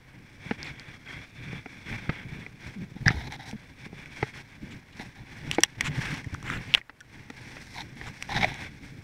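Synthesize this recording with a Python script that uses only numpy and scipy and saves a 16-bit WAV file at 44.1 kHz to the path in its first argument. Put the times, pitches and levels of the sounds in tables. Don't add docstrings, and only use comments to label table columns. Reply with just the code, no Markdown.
import sys
import numpy as np
from scipy import signal
from scipy.fft import rfft, irfft, next_fast_len
from scipy.io import wavfile
from scipy.ndimage import map_coordinates

SR = 44100
rng = np.random.default_rng(int(sys.argv[2]) if len(sys.argv) > 2 else 0)


def master_out(mix):
    frames = np.transpose(np.atleast_2d(mix))
    ceiling = np.clip(frames, -1, 1)
    pcm = np.round(ceiling * 32767).astype(np.int16)
    wavfile.write(sys.argv[1], SR, pcm)


N = 398223
TIME = np.arange(N) / SR
SINCE_HIT = TIME[:SR // 10]

# frequency_hz, gain_db
JACKET_SPECTRUM = [(250, -10.5), (450, -8.5), (660, -10.5), (830, -2), (1330, -11.5), (1580, 1),
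                   (1850, 0.5), (2200, 2.5), (2700, -6), (3050, -11), (3450, -7.5), (3800, -17.5),
                   (4700, -28), (7000, -58.5)]
SLEEVE_SPECTRUM = [(300, -14), (450, -11.5), (680, -13.5), (1330, -11), (1580, -1.5), (1750, -6),
                   (2020, -3), (2280, 4), (2600, -9), (3030, -18.5), (3420, -4.5), (3800, -19), (4800, -27),
                   (7000, -55)]
RUMBLE_SPECTRUM = [(15, -8.5), (40, -6), (80, -3), (130, 2.5), (180, -4.5), (270, -5.5), (380, -15.5),
                   (600, -23.5), (1500, -52.5)]
HISS_SPECTRUM = [(2500, -20.5), (4000, 0), (4700, -3), (5600, 1), (6300, -6), (7100, -11), (8800, -10.5),
                 (10000, -18), (10800, -17), (12000, -22), (15000, -27)]
AIR_SPECTRUM = [(30, -1.5), (150, -7), (500, -8.5), (2000, -14), (6000, -28.5), (15000, -32.5)]
# start_s, length_s, level_db, rumble_relative_db, hiss_relative_db
RUBS = [(0.073, 0.17, -57, 6.5, -17), (0.4, 0.17, -46.5, 0, -14.5), (0.574, .17, -44, 0, -22),
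        (0.73, 0.25, -48, -2, -18), (1.057, 0.063, -44, -10, -18), (1.076, 0.19, -44, -5, -16),
        (1.35, 0.27, -45.5, -9, -15.5), (1.501, .1, -42.5, -1, -18), (1.686, 0.2, -49.5, -2.5, -12.5),
        (1.847, 0.16, -39.5, -3.5, -16.5), (1.98, 0.22, -45, 2, -16), (2.12, 0.13, -42.5, -6.5, -20),
        (2.228, .24, -47.5, 3, -16.5), (2.593, 0.17, -46.5, -0.5, -12), (2.795, 0.056, -50, -10, -12.5),
        (3.014, 0.31, -54, 13.5, -9), (3.3, 0.2, -57, 9.5, -11), (3.455, 0.069, -54, 6, 2),
        (3.533, 0.19, -58, 6, -14), (3.783, 0.097, -48.5, -4, -11.5), (3.929, .18, -47.5, -2.5, -13.5),
        (4.091, 0.23, -45, -6, -10.5), (4.317, 0.11, -44, -7, -11), (4.485, .09, -53, -2, -12),
        (4.605, 0.21, -52.5, 6, -12), (4.94, .17, -50.5, 5.5, -9.5), (5.16, 0.086, -58, 14, -22),
        (5.25, 0.23, -49.5, 2.5, -11.5), (5.421, .15, -43.5, 6, -13.5), (5.542, 0.13, -47.5, 0, -11),
        (5.78, 0.19, -41, 1.5, -15.5), (5.93, 0.29, -37.5, 0.5, -10.5), (6.334, 0.26, -60.5, 18, -17),
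        (6.44, 0.19, -41.5, 5.5, -16.5), (6.591, 0.22, -45.5, 0, -11.5), (7.095, .15, -54, -0.5, -11.5),
        (7.337, 0.32, -50, -0.5, -7.5), (7.6, 0.24, -54.5, -11, 0), (7.951, 0.17, -48.5, 7, -9),
        (8.117, 0.22, -50.5, -2, -7), (8.283, 0.26, -37, 1, -13), (8.522, .18, -42, -1, -13),
        (8.704, 0.33, -56, 5.5, -6.5)]
# time_s, gain_db
BACKGROUND_CURVE = [(0, -4), (.4, 1.5), (2.2, 0.5), (3.7, 1), (4.85, -1), (6.3, 4.5), (6.77, 2),
                    (6.83, -12.5), (6.98, -10), (7.13, 1), (7.9, 4), (9.0, 0.5)]
# time_s, power_share
SLEEVE_SHARE = [(0, 0.1), (.5, 0.66), (.9, 0.7), (1.2, 1), (2.3, 0.62), (2.8, 0.4), (4.2, 0.53),
                (5.0, 0.12), (7.3, 0.03), (8.8, 0.44)]
# start_s, length_s, level_db, pitch_hz
GROANS = [(.46, 0.01, -37.5, 134), (1.37, 0.22, -40.5, 134.9), (2.755, 0.1, -36.5, 176.3),
          (2.955, 0.016, -35, 188), (3.005, 0.029, -33.5, 136), (3.14, 0.066, -33, 70),
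          (3.527, 0.039, -35, 167), (4.628, 0.022, -36.5, 210), (5.465, 0.041, -39.5, 138),
          (5.769, 0.035, -39, 112.4), (5.875, 0.048, -31, 132), (5.978, 0.0225, -26.5, 146),
          (6.1, 0.047, -33.5, 149), (6.262, 0.018, -32.5, 119), (6.325, 0.026, -33.5, 105),
          (8.343, 0.026, -31, 105)]
# start_s, level_db, thump_hz, contact_cutoff_hz, rattle_relative_db
KNOCKS = [(0.5098, -16, 215, 915, -3), (1.529, -28, 167, 395, -24), (1.6591, -31, 268, 1430, -0.5),
          (2.0922, -15, 144, 200, -5), (2.0954, -19.5, 125, 600, 2), (2.4645, -39.5, 283, 900, -3),
          (3.064, -10.5, 129, 120, -25), (3.086, -18, 127, 200, 1), (3.104, -17.5, 138, 198, -6),
          (3.528, -31.5, 264, 500, -37), (3.862, -32, 173, 490, -25), (3.928, -31, 152, 497, -22),
          (4.2275, -11, 130, 1100, -7), (4.996, -32, 216, 500, 1.5), (5.5838, -8.5, 337, 1500, -12),
          (6.8952, -40, 294, 1285, 8.5), (7.3006, -32, 266, 570, 1.5), (7.568, -38, 300, 690, 5),
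          (8.013, -34, 100, 700, 8), (8.43, -24, 149, 900, 10.5), (8.4435, -33, 192, 1400, -6.5)]
# frequency_hz, t60_s, gain_db
HOUSING_MODES = [(300, .026, -4), (440, 0.034, -1), (650, 0.019, -4), (825, 0.028, -0.5), (1560, .016, -12),
                 (2094, 0.024, 1)]
HANDLE_MODES = [(1160, 0.014, -12), (1844, 0.016, -3), (3336, 0.011, 4.5), (4640, 0.0038, -5),
                (5765, 0.0093, 5.5), (7760, 0.0038, 3.5), (9100, 0.0089, -7.5), (10900, 0.0064, -14),
                (11400, 0.0077, -17.5), (13600, .005, -13.5)]
# start_s, length_s, level_db, bubble_pitch_hz, spray_relative_db
SQUELCHES = [(0.608, 0.13, -53.5, 4380, -13), (3.321, 0.037, -48, 2540, -6), (4.364, 0.032, -47, 2200, -17),
             (4.702, 0.041, -51, 2870, -2), (4.921, 0.024, -54.5, 3060, -11),
             (5.513, 0.055, -41.5, 3170, -3), (5.835, 0.058, -36, 2650, 0), (5.967, 0.23, -43.5, 2070, -10),
             (6.434, 0.17, -37.5, 1880, -8.5), (6.681, 0.064, -45.5, 2530, -14),
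             (6.77, 0.015, -32.5, 1900, -15), (8.057, 0.041, -44, 1590, -3.5)]
# start_s, level_db, ring_hz, t60_s, snap_relative_db
CLICKS = [(0.63, -22.5, 4930, 0.0024, -24), (.6662, -34, 4200, .004, -11),
          (0.797, -28.5, 4560, 0.0019, -10), (1.0753, -34, 2280, 0.017, -20),
          (2.464, -28, 2170, 0.022, -24), (3.0617, -14, 1790, 0.033, -43), (3.0764, -16, 1820, 0.023, -26),
          (3.0808, -4, 1755, 0.013, -29), (3.0809, -11, 5150, 0.0093, -26), (3.0905, -17, 1900, 0.032, -31),
          (3.3225, -33, 2100, .008, 9), (3.5118, -31, 2300, 0.0052, 2), (4.0585, -31.5, 2230, 0.0066, -8),
          (5.5133, -9.5, 2950, 0.0035, -5), (5.548, -24, 3150, .009, 0), (5.6062, -25.5, 6500, .006, 6),
          (5.6348, 0, 3070, 0.024, 13), (5.6355, -10.5, 1990, 0.011, -9), (5.648, -26, 3550, 0.013, -3),
          (5.8087, -10.5, 2070, 0.015, -1), (6.244, -30, 1960, 0.023, -7), (6.3431, -27, 1570, 0.025, 7),
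          (6.3476, -24.5, 1320, 0.0048, -26), (6.4274, -31, 1160, 0.0075, 2),
          (6.5, -22.5, 1390, 0.016, -17), (6.5009, -22, 2010, 0.0089, -10), (6.74, -2, 2970, 0.0034, -19),
          (6.7484, 1.5, 2990, 0.0033, -20), (6.8141, -32.5, 2030, 0.02, -26), (7.0052, -33, 1620, 0.022, 9),
          (7.0097, -36, 1570, 0.046, -3), (7.302, -32.5, 2160, 0.013, 2), (7.807, -25.5, 3800, .01, -7),
          (8.2249, -17, 2280, 0.0027, -4.5), (8.2936, -28, 865, 0.017, -26), (8.3255, -27, 2020, .012, -18),
          (8.4298, -17.5, 2140, 0.013, -19), (8.4435, -19, 677, 0.053, -33),
          (8.4444, -12, 2160, 0.014, -17), (8.542, -27.5, 2300, 0.0086, 2)]
# start_s, end_s, start_level_db, end_level_db
SCRAPES = [(2.958, 2.986, -52, -56), (3.056, 3.125, -29.5, -42), (3.11, 3.292, -42, -43.5),
           (3.299, 3.368, -44.5, -42), (3.388, 3.517, -43.5, -49.5), (4.99, 5.036, -42, -45),
           (5.157, 5.25, -50, -64), (7.747, 7.825, -45, -35), (7.997, 8.094, -62, -43.5),
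           (8.288, 8.336, -41.5, -30.5), (8.342, 8.39, -32, -26.5), (8.39, 8.413, -42, -40),
           (8.407, 8.453, -27.5, -24.5), (8.464, 8.668, -39, -57)]
# frequency_hz, gain_db
SCRAPE_SPECTRUM = [(150, -7), (560, -15.5), (790, 4.5), (950, -0.5), (1150, -18.5), (1600, -5.5), (2130, 0),
                   (2750, -19), (3400, -10), (3900, -4.5), (4500, -19), (5500, -15), (7500, -35.5),
                   (15000, -45)]
GRIT_SPECTRUM = [(2000, -25), (4700, -10), (5600, 3), (6800, -8), (11000, -7), (15000, -20)]
SPRAY_SPECTRUM = [(500, -23), (1000, 0.5), (3000, 1), (4600, -16), (7300, -6), (10500, -26),
                  (15000, -37.5)]
FILM_SPECTRUM = [(3000, -22), (9000, -4), (15000, -5)]
RATTLE_SPECTRUM = [(300, -11), (800, -9), (1130, -9), (1520, 0), (1750, -4), (2150, -0.5),
                   (3000, -17.5), (5500, -26), (8000, -56.5), (15000, -59.5)]
CRACK_SPECTRUM = [(100, -19), (600, -15.5), (1800, -0.5), (7500, -2.5), (15000, -21)]


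def undb(db):
    return 10 ** (np.asarray(db) / 20)


def unit(x):
    return x / np.sqrt(np.mean(x ** 2) + 1e-18)


def peak(x):
    return x / np.max(np.abs(x))


def add(out, start_s, x):
    i = max(int(start_s * SR), 0)
    out[i:i + len(x)] += x[:N - i]


def colour(x, spectrum):
    size = next_fast_len(len(x) + 4096, True)
    hz, db = np.transpose(spectrum)
    bin_hz = np.maximum(np.arange(size // 2 + 1) * SR / size, 1)
    magnitude = undb(np.interp(np.log(bin_hz), np.log(hz), db))
    cepstrum = irfft(np.log(magnitude), size)
    cepstrum[1:size // 2] *= 2
    cepstrum[size // 2 + 1:] = 0
    response = np.exp(rfft(cepstrum))
    return unit(irfft(rfft(x, size) * response, size)[:len(x)])


def wander(rate_hz):
    knots = rng.standard_normal(4096)
    return unit(np.interp(TIME * rate_hz, np.arange(len(knots)), knots))


def slips(rate_hz, spread_db):
    happens = rng.random(N) < rate_hz / SR
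    sign = rng.choice([-1, 1], N)
    strength = undb(spread_db * np.clip(rng.standard_normal(N), -2.5, 2.5))
    return unit(happens * sign * strength)


def drift(x, depth, rate_hz):
    shift = signal.lfilter([1], [1, -1 + 4 / SR], depth * wander(rate_hz))
    return map_coordinates(x, [np.arange(N) + shift], order=3, mode="mirror")


def ring(hz, t60_s):
    return np.sin(2 * np.pi * hz * SINCE_HIT) * np.exp(-np.log(1000) * SINCE_HIT / t60_s)


def chatter(t60_s):
    return rng.standard_normal(len(SINCE_HIT)) * np.exp(-np.log(1000) * SINCE_HIT / t60_s)


def rise(time_constant_s):
    return 1 - np.exp(-SINCE_HIT / time_constant_s)


def gate(start_s, length_s, edge_share):
    inside_s = np.minimum(TIME - start_s, start_s + length_s - TIME)
    return np.clip(inside_s / (edge_share * length_s), 0, 1)


def rubbing_gains(skew=0.93, speed_exponent=0.49):
    background_db = np.array([[-57.5], [-52], [-67.5]])
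    powers = undb(background_db + np.interp(TIME, *np.transpose(BACKGROUND_CURVE))) ** 2
    for start_s, length_s, db, rumble_db, hiss_db in RUBS:
        progress = np.linspace(0, 1, int(length_s * SR))
        speed = np.abs(np.sin(np.pi * progress ** skew))
        for power, layer_db in zip(powers, (db, db + rumble_db, db + hiss_db)):
            add(power, start_s, (undb(layer_db) * speed ** speed_exponent) ** 2)
    return np.sqrt(powers)


def clothes(cloth_gain, rumble_gain, hiss_gain):
    share = np.clip(np.interp(TIME, *np.transpose(SLEEVE_SHARE)), 0, 1)
    grip = undb(1.92 * wander(rate_hz=70))
    jacket = colour(slips(rate_hz=6000, spread_db=3.5) * grip, JACKET_SPECTRUM)
    sleeve = colour(slips(rate_hz=8000, spread_db=4.5) * grip, SLEEVE_SPECTRUM)
    sleeve = drift(sleeve, depth=0.018, rate_hz=9)
    cloth = np.sqrt(1 - share) * jacket + np.sqrt(share) * sleeve
    hiss = colour(slips(rate_hz=9000, spread_db=6) * grip, HISS_SPECTRUM)
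    weight_shifts = slips(rate_hz=1800, spread_db=2.5) * undb(2.2 * wander(rate_hz=25))
    rumble = colour(weight_shifts, RUMBLE_SPECTRUM)
    return cloth * cloth_gain + hiss * hiss_gain + rumble * rumble_gain


def open_air(level_db=-63.5):
    return undb(level_db) * colour(rng.standard_normal(N), AIR_SPECTRUM)


def mud_ticks(hiss_gain):
    out = np.zeros(N)
    for when, height, strength in rng.random(size=(130, 3)):
        pip = peak(ring(3000 * 3.6 ** height, t60_s=0.002) * rise(0.00034))
        movement = np.sqrt(hiss_gain[int(when * N)])
        add(out, when * N / SR, movement * undb(-31 + 9 * strength ** 2) * pip)
    return out


def boot_groans():
    out = np.zeros(N)
    waver = np.exp(0.13 * wander(rate_hz=120))
    warped_s = np.cumsum(waver) / SR
    grain = colour(slips(rate_hz=900, spread_db=6), RUMBLE_SPECTRUM)
    for start_s, length_s, db, pitch_hz in GROANS:
        phase = 2 * np.pi * pitch_hz * (warped_s - warped_s[int(start_s * SR)])
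        shudder = 1.17 * np.sin(phase) + 0.13 * np.sin(2 * phase) + 0.48 * grain
        out += undb(db) * gate(start_s, length_s, edge_share=0.12) * shudder
    return out


def housing_knocks():
    out = np.zeros(N)
    cushion = rise(0.00025)
    for start_s, db, thump_hz, cutoff_hz, rattle_db in KNOCKS:
        detune = np.exp(rng.standard_normal(len(HOUSING_MODES)) / 20)
        modes = sum((-1) ** k * undb(mode_db) / (1 + (hz / cutoff_hz) ** 2) * ring(hz * detune[k], t60_s)
                    for k, (hz, t60_s, mode_db) in enumerate(HOUSING_MODES))
        thump = 1.7 * ring(thump_hz, t60_s=0.036) * rise(0.45 / thump_hz)
        rattle = peak(cushion * colour(chatter(t60_s=0.029), RATTLE_SPECTRUM))
        bump = peak(cushion * modes - thump)
        add(out, start_s, undb(db) * (bump + undb(rattle_db) * rattle))
    return out


def mud_squelches(bubble_count=260):
    out = np.zeros(N)
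    spray = colour(slips(rate_hz=4100, spread_db=5.5), SPRAY_SPECTRUM)
    tearing_films = colour(slips(rate_hz=800, spread_db=5), FILM_SPECTRUM)
    age_s = SINCE_HIT[:SR // 80]
    for start_s, length_s, db, pitch_hz, spray_db in SQUELCHES:
        bubbles = np.zeros(N)
        places = rng.random(bubble_count)
        detunes, strengths = rng.standard_normal((2, bubble_count))
        for place, detune, strength in zip(places, detunes, strengths):
            onset_hz = min(pitch_hz * np.exp(0.29 * detune), SR / 4)
            cycles = onset_hz * age_s * (1 + 12 * age_s)
            bubble = np.sin(2 * np.pi * cycles) * np.exp(-cycles / 6.4)
            add(bubbles, start_s + place * length_s, undb(2.4 * strength) * bubble)
        bubbles = unit(bubbles) * np.sqrt(length_s * SR / N)
        squelch = bubbles + undb(spray_db) * spray + undb(-29) * tearing_films
        out += undb(db) * gate(start_s, length_s, edge_share=0.32) * squelch
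    return out


def tackle_clicks():
    out = np.zeros(N)
    swell = rise(0.00018)
    modes = sum((-1) ** k * undb(mode_db) * ring(hz, t60_s)
                for k, (hz, t60_s, mode_db) in enumerate(HANDLE_MODES))
    handle = peak(swell * modes)
    for start_s, db, ring_hz, t60_s, snap_db in CLICKS:
        spot = peak(ring(ring_hz * 0.931, t60_s) - ring(ring_hz * 1.095, t60_s * 0.74))
        crack = peak(colour(chatter(t60_s=0.015), CRACK_SPECTRUM))
        tail = peak(colour(chatter(t60_s=0.035), JACKET_SPECTRUM))
        snap = undb(snap_db) * (handle + 0.37 * swell * crack)
        add(out, start_s, undb(db) * (peak(spot + snap) + undb(-20) * tail))
    return out


def edge_scrapes():
    force = np.zeros(N)
    for start_s, end_s, start_db, end_db in SCRAPES:
        level_db = np.interp(TIME, [start_s, end_s], [start_db, end_db])
        force += gate(start_s, end_s - start_s, edge_share=0.079) * undb(level_db)
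    judder = slips(rate_hz=1800, spread_db=5.5) * undb(2 * wander(rate_hz=130))
    grind = slips(rate_hz=6000, spread_db=1.5)
    grit = colour(slips(rate_hz=340, spread_db=1), GRIT_SPECTRUM)
    edge = drift(colour(judder + 0.5 * grind, SCRAPE_SPECTRUM), depth=0.0241, rate_hz=30)
    grit_gain = np.minimum(force, undb(-40)) * undb(-21)
    return force * edge + grit_gain * grit


def scene():
    cloth_gain, rumble_gain, hiss_gain = rubbing_gains()
    mix = clothes(cloth_gain, rumble_gain, hiss_gain) + open_air() + mud_ticks(hiss_gain)
    mix += boot_groans() + housing_knocks() + mud_squelches() + tackle_clicks() + edge_scrapes()
    return mix[None]


def record(dry):
    cutoff_hz = 15700
    lowpass = signal.ellip(12, 0.1, 90, cutoff_hz, fs=SR, output="sos")
    return signal.sosfilt(lowpass, np.clip(dry, -1, 1))


dry = scene()
out = record(dry)
master_out(out)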